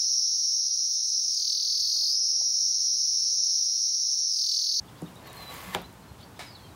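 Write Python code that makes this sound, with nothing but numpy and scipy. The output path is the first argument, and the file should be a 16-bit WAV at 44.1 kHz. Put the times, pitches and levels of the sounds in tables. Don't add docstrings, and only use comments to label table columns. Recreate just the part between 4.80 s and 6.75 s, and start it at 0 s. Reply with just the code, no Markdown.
import sys
import numpy as np
from scipy import signal
from scipy.fft import rfft, irfft, next_fast_len
from scipy.io import wavfile
from scipy.ndimage import uniform_filter1d, map_coordinates

SR = 44100
rng = np.random.default_rng(int(sys.argv[2]) if len(sys.argv) > 2 else 0)


def nominal_scale(level):
    x = np.asarray(level, float) / 20
    return 10 ** x


def wrap_up_sound(samples):
    columns = np.atleast_2d(samples).T
    tamed = np.clip(columns, -1, 1)
    steps = np.round(tamed * 32767).astype(np.int16)
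    wavfile.write(sys.argv[1], SR, steps)


N = 85995
SET_DOWN_S, LIFT_S = .2198, .9482

# t/s, level/dB
DRAG = [
    (.36, -71),
    (.462, -54),
    (.474, -47),
    (.49, -55),
    (.58, -48.5),
    (.68, -49),
    (.74, -44.5),
    (.925, -46.5),
    (.948, -38.5),
]
# f/Hz, level/dB per Hz
MESH = [(120, -41), (200, -8), (500, -8.5), (900, -1), (1500, 0.5), (3300, -1), (5000, -8), (8000, -44)]
# f/Hz, width/Hz, level/dB
BLADE = [(185, 25, -13), (828, 18, 1), (1014, 42, 4.5), (1104, 32, 15), (1763, 23, 6.5), (2050, 32, 10),
         (2520, 51, -16)]
# f/Hz, level/dB per Hz
FIZZ = [(2500, -24), (4500, -5), (7000, 6.5), (9000, 1.5), (12500, 6.5), (16000, 1)]
# f/Hz, level/dB per Hz
SLIDE = [(200, -53), (330, -3), (500, 0), (750, 0.5), (1000, -5), (1600, -45)]
# f/Hz, level/dB, t60/s
TABLE_HARD = [(177.4, -19.5, 0.36), (276, -29, 0.14), (384, -14, 0.14), (518, -12, 0.032),
              (622, -13.5, 0.073), (814, -13, 0.09), (966, -12.5, 0.046), (1416, -21, 0.11),
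              (1717, -9.5, 0.026), (2368, -14, 0.038)]
# f/Hz, level/dB per Hz
CRACK = [(180, -41), (300, 4), (1010, 0), (1890, 4.5), (3490, 4.5), (5120, -8), (10300, -5.5), (14500, -43),
         (15800, -25)]
# f/Hz, level/dB, t60/s
SNAP = [(3550, -11, 0.0042), (990, -18, 0.014), (7140, -20.5, 0.0045)]
# f/Hz, level/dB per Hz
CLACK = [(100, -6.5), (200, -3.5), (400, -4), (817, -1), (1590, -11.5), (3880, -17.5), (5000, -24.5),
         (15800, -49)]
# f/Hz, level/dB, t60/s
TABLE_SOFT = [(156, -1, 0.19), (179, -2, 0.25), (240, -8.5, 0.11), (298.5, -3, .17), (380, -5.5, 0.086),
              (490, -8.5, 0.086), (593, -15, 0.078), (740, -10, 0.059), (1000, -21, 0.023)]
# f/Hz, level/dB per Hz
THUD = [(59, -33), (100, -11), (213, 22), (1160, -19), (1290, -37), (2500, -49), (3250, -74), (5500, -120)]
# t/s, peak level/dB, centre f/Hz
TICKS = [(.053, -52, 14000), (.219, -36, 7500), (.233, -46, 8000), (.2865, -50, 12000), (.356, -45, 9000),
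         (.427, -48, 12000), (.474, -42, 10700), (.4995, -42.5, 7000), (.5305, -35, 8500),
         (.548, -45, 9000), (.561, -43, 12500), (.569, -37, 12000), (.622, -41, 12000), (.628, -40, 9000),
         (.634, -42, 12500), (.679, -42, 7000), (.742, -39, 13500), (.761, -42, 11000), (.782, -42, 8000),
         (.816, -38, 9000), (.835, -40, 14000), (.843, -37, 11500), (1.0172, -38, 13100),
         (1.023, -47, 13100), (1.062, -46, 12300), (1.1275, -44, 13000), (1.14, -48, 13000),
         (1.378, -51, 7000), (1.412, -46, 7000)]
# f/Hz, level/dB per Hz
CLATTER = [(200, -16), (400, -5), (708, -7), (1210, -6.5), (2260, -9), (3940, -13), (10500, -21),
           (12500, -26)]
# f/Hz, width/Hz, level/dB
CLATTER_RING = [(722, 105, -2.5), (1750, 60, -7), (2240, 50, -1), (3950, 260, -3), (4550, 120, -13),
                (5100, 160, -5)]
# t/s, half length/s, level/dB
RUSTLES = [
    (1.42, .035, -58),
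    (1.572, .015, -59),
    (.285, .012, -62),
    (.095, .03, -63),
    (.185, .03, -62),
]
# f/Hz, level/dB per Hz
RUSTLE = [(700, -25), (1500, -34), (3300, 16), (6000, 2), (16000, -45)]
# t/s, length/s, from f/Hz, to f/Hz, level/dB
WHISTLES = [(.433, .03, 4280, 4290, -61), (.458, .036, 4290, 4260, -55), (.49, .036, 4270, 4250, -62),
            (.527, .044, 4310, 4230, -59), (.566, .05, 4230, 4110, -50), (.612, .058, 4085, 3995, -52),
            (.662, .056, 3998, 3930, -48), (1.08, .03, 4080, 4120, -68), (1.215, .035, 4170, 4220, -66),
            (1.275, .05, 4200, 4190, -63), (1.658, .045, 5200, 4750, -53), (1.69, .028, 5200, 4850, -55),
            (1.7, .022, 4780, 4520, -58), (1.718, .034, 4500, 4400, -61), (1.746, .022, 4400, 4380, -50),
            (1.775, .125, 4420, 4420, -67), (1.8, .03, 4170, 4120, -63), (1.836, .03, 4140, 4080, -62),
            (1.876, .026, 4030, 3930, -63), (1.904, .03, 3920, 3820, -63), (1.772, .026, 3560, 3330, -60),
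            (1.8, .022, 3330, 3290, -66), (1.826, .056, 3270, 3120, -61), (1.715, .05, 5120, 5050, -69)]
# t/s, length/s, from f/Hz, to f/Hz, level/dB
CHIRPS = [(.072, .022, 3100, 3700, -60), (.16, .04, 3450, 3750, -66), (.256, .02, 3500, 3900, -55),
          (.272, .022, 2900, 2800, -60), (.356, .024, 3550, 4050, -54), (.385, .016, 3600, 3950, -58),
          (.478, .02, 3800, 3980, -55), (.493, .02, 3950, 3750, -51), (.515, .016, 3900, 3700, -55),
          (1.018, .02, 3350, 3720, -57), (1.036, .028, 3850, 4170, -51.5), (1.4, .025, 3900, 3100, -65),
          (1.425, .024, 4280, 4750, -53), (1.748, .02, 4150, 3850, -50), (1.762, .016, 3850, 3550, -60),
          (1.768, .014, 4050, 3900, -56), (.09, .016, 2950, 2800, -63), (.15, .022, 3250, 3350, -64),
          (.172, .02, 4500, 4500, -65), (.18, .024, 4850, 4850, -65), (1.56, .025, 5100, 5050, -70)]
# f/Hz, level/dB per Hz
HUM = [(15, -58), (25, -42), (54, 2.5), (172, 0), (206, -3.5), (243, -10), (317, -12), (400, -21.5),
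       (520, -45), (880, -120)]
# f/Hz, level/dB per Hz
AIR = [(150, -26), (250, 1), (483, -3), (746, -4), (887, -1.5), (1470, -8.5), (1740, -10.5), (2040, -13),
       (15800, -24)]
# f/Hz, t60/s
NEAR_ROOM = [(200, 0.35), (1000, .25), (4000, 0.36), (15000, 0.24)]
# f/Hz, t60/s
FAR_ROOM = [(300, .17), (2000, .4), (6000, .36), (15000, .3)]


def drag():
    t = np.arange(N) / SR
    effort_db = np.interp(t, *np.transpose(DRAG), left=-120, right=-120)
    rub = mesh_grains()
    return blade_scrape(rub, effort_db) + ink_fizz(rub, effort_db) + squeak() + screen_creep(effort_db)


def mesh_grains(grains_per_s=5000, scatter_db=2.5, share=.5):
    hits = rng.random(N) < grains_per_s / SR
    strength = rng.standard_normal(N) * nominal_scale(scatter_db * rng.exponential(size=N))
    return np.sqrt(share) * unit(hits * strength) + np.sqrt(1 - share) * rng.standard_normal(N)


def blade_scrape(rub, effort_db):
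    def colour(hz):
        return nominal_scale(along(MESH, hz)) * resonant(BLADE, hz)

    uneven = rub * nominal_scale(effort_db + 0.37 * wobble(25.8))
    return filtered(uneven, colour) / np.std(filtered(rub, colour))


def ink_fizz(rub, effort_db, level_db=-1.5, growth=1.6, patchy_db=1.8, fade_t60_s=.08):
    t = np.arange(N) / SR
    top_db = np.max(effort_db)
    trail_db = np.interp(t, *np.transpose(DRAG), left=-120)
    trail_db = trail_db - 60 * np.maximum(t - LIFT_S, 0) / fade_t60_s
    z = signal.stft(rub, nperseg=256)[2]
    patches = uniform_filter1d(rng.standard_normal(z.shape), 7, 0)
    patches = uniform_filter1d(patches, 9, 1)
    patchy = signal.istft(z * nominal_scale(patchy_db * unit(patches)), nperseg=256)[1][:N]
    return unit(coloured(patchy, FIZZ)) * nominal_scale(top_db + level_db + growth * (trail_db - top_db))


def squeak(length_s=.03, from_hz=1740, rise_hz=480, level_db=-40):
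    t = np.arange(N) / SR
    u = np.clip((t - LIFT_S) / length_s + 1, 0, 1)
    phase = 2 * np.pi * np.cumsum(from_hz + rise_hz * u ** 3) / SR
    return nominal_scale(level_db + 0.88 * wobble(250)) * u * (u < 1) * np.sin(phase)


def screen_creep(effort_db, level_db=-15, growth=0.05, wobble_db=1.2):
    top_db = np.max(effort_db)
    creep = noise(SLIDE) * (effort_db > -119)
    return creep * nominal_scale(top_db + level_db + growth * (effort_db - top_db) + wobble_db * wobble(29.9))


def knocks():
    return snap_off() + set_down() + shudder()


def snap_off(knock_db=-15.5, crack_db=-20, clack_db=-1.5, delay_s=.0003, hold_s=.0002, crack_t60_s=.005):
    t = np.arange(2000) / SR
    crack = noise(CRACK, len(t)) * nominal_scale(crack_db - 60 * np.maximum(t - hold_s, 0) / crack_t60_s)
    knock = nominal_scale(knock_db) * placed(ring(TABLE_HARD, 0.74), LIFT_S)
    spring = placed(ring(SNAP, 0.28), LIFT_S + delay_s)
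    clack = nominal_scale(clack_db) * answer(LIFT_S, CLACK, .001)
    return knock + placed(crack, LIFT_S + delay_s) + spring + clack


def set_down(knock_db=-30, thud_db=-27):
    knock = nominal_scale(knock_db) * placed(ring(TABLE_SOFT, 0.49), SET_DOWN_S)
    return knock + nominal_scale(thud_db) * answer(SET_DOWN_S, THUD, 0.00035)


def shudder(centre_s=.892, half_length_s=.028, f_hz=186, level_db=-41):
    t = np.arange(N) / SR
    swell = np.exp(-((t - centre_s) / half_length_s) ** 2)
    return nominal_scale(level_db) * swell * np.sin(2 * np.pi * f_hz * t)


def crackles(t60_s=.006, width_ratio=.93, gain=5.6):
    t = np.arange(600) / SR
    out = np.zeros(N)
    for s, db, centre_hz in TICKS:
        burst = rng.standard_normal(len(t)) * nominal_scale(-60 * t / t60_s)
        peak = [(centre_hz, centre_hz / width_ratio, 0)]
        tick = filtered(burst / np.linalg.norm(burst) * gain, lambda hz: (resonant(peak, hz) - 1) ** 2)
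        out += nominal_scale(db) * placed(tick, s)
    return out


def clatter(start_s=1.5915, level_db=-40.5, second_s=0.014, second_db=-10, ring_db=6):
    blows = placed([1.], start_s) + placed([nominal_scale(second_db)], start_s + second_s)
    peaks = [(hz, width_hz, db + ring_db) for hz, width_hz, db in CLATTER_RING]
    wet = room(blows, FAR_ROOM, gap_s=0)
    wet = filtered(wet, lambda hz: nominal_scale(along(CLATTER, hz)) * resonant(peaks, hz))
    return nominal_scale(level_db) * wet / np.std(wet[round(start_s * SR):][:2000])


def rustle():
    t = np.arange(N) / SR
    swell = sum(nominal_scale(db) * np.exp(-((t - s) / half_s) ** 2) for s, half_s, db in RUSTLES)
    return swell * noise(RUSTLE)


def birds(flutter_db=1.5, rough_db=2, wet_db=-10):
    whistles = notes(WHISTLES) * nominal_scale(flutter_db * wobble(60.5))
    chirps = notes(CHIRPS) * nominal_scale(rough_db * wobble(300))
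    song = whistles + chirps
    return song + nominal_scale(wet_db) * room(song, FAR_ROOM)


def notes(table, edge_s=.007):
    song = np.zeros(N)
    for s, length_s, from_hz, to_hz, db in table:
        t = np.arange(round(length_s * SR)) / SR
        edge = np.clip(np.minimum(t, length_s - t) / edge_s, 0, 1)
        phase = 2 * np.pi * np.cumsum(from_hz + (to_hz - from_hz) * t / length_s) / SR
        song += placed(np.sqrt(2) * nominal_scale(db) * edge * np.sin(phase), s)
    return song


def background(hum_db=-49.5, hum_wobble_db=.8, air_db=-52, air_drift_db=.6):
    hum, air = noise(HUM), noise(AIR)
    hum_level_db = hum_db + hum_wobble_db * wobble(2.9)
    air_level_db = air_db + air_drift_db * wobble(4.02) + 0.13 * wobble(13.0)
    return nominal_scale(hum_level_db) * hum + nominal_scale(air_level_db) * air


def answer(s, spectrum, gap_s):
    x = coloured(room(placed([1.], s), NEAR_ROOM, gap_s), spectrum)
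    return x / np.linalg.norm(x)


def room(x, decay, gap_s=0.0044):
    hz, t, z = signal.stft(rng.standard_normal(SR // 2), SR, nperseg=128)
    fade = nominal_scale(-60 * t / along(decay, hz)[:, None])
    tail = signal.istft(z * fade, SR, nperseg=128)[1]
    return signal.fftconvolve(placed(x, gap_s), tail / np.linalg.norm(tail))[:N]


def ring(modes, attack_cycles):
    t = np.arange(SR // 2) / SR
    out = np.zeros(len(t))
    for k, (hz, db, t60_s) in enumerate(modes):
        attack = 1 - np.exp(-t * hz / attack_cycles)
        out += (-1) ** (k + 1) * nominal_scale(db - 60 * t / t60_s) * np.sin(2 * np.pi * hz * t) * attack
    return out


def resonant(peaks, hz):
    return 1 + sum(nominal_scale(db) * 1j * hz * w / (c * c - hz * hz + 1j * hz * w) for c, w, db in peaks)


def filtered(x, response):
    m = next_fast_len(N + SR // 2)
    return irfft(rfft(x, m) * response(np.fft.rfftfreq(m, 1 / SR)), m)[:len(x)]


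def coloured(x, spectrum):
    return filtered(x, lambda hz: nominal_scale(along(spectrum, hz)))


def noise(spectrum, n=N):
    return unit(coloured(rng.standard_normal(n), spectrum))


def along(points, hz):
    f, v = np.transpose(points)
    return np.interp(np.log(hz + 1), np.log(f + 1), v)


def wobble(rate_hz):
    knots = rng.standard_normal(int(N * rate_hz / SR) + 4)
    return map_coordinates(knots, [np.arange(N) * rate_hz / SR])


def placed(x, s):
    return np.pad(x, (round(s * SR), N))[:N]


def unit(x):
    return x / np.sqrt(np.mean(x ** 2) + 1e-20)


def scene():
    rub = drag()
    table = rub + nominal_scale(-10) * room(rub, NEAR_ROOM) + crackles() + knocks()
    return (table + clatter() + birds() + background() + rustle())[None]


def low_pass(x):
    return signal.sosfilt(signal.butter(12, 16280, fs=SR, output="sos"), x)


def record(dry):
    low_hz, top_hz = 45, 15800
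    heard = filtered(dry[0], lambda hz: (hz < top_hz) * (1j * hz / (low_hz + 1j * hz)) ** 2)
    return low_pass(heard[None])


dry = scene()
out = record(dry)
wrap_up_sound(out)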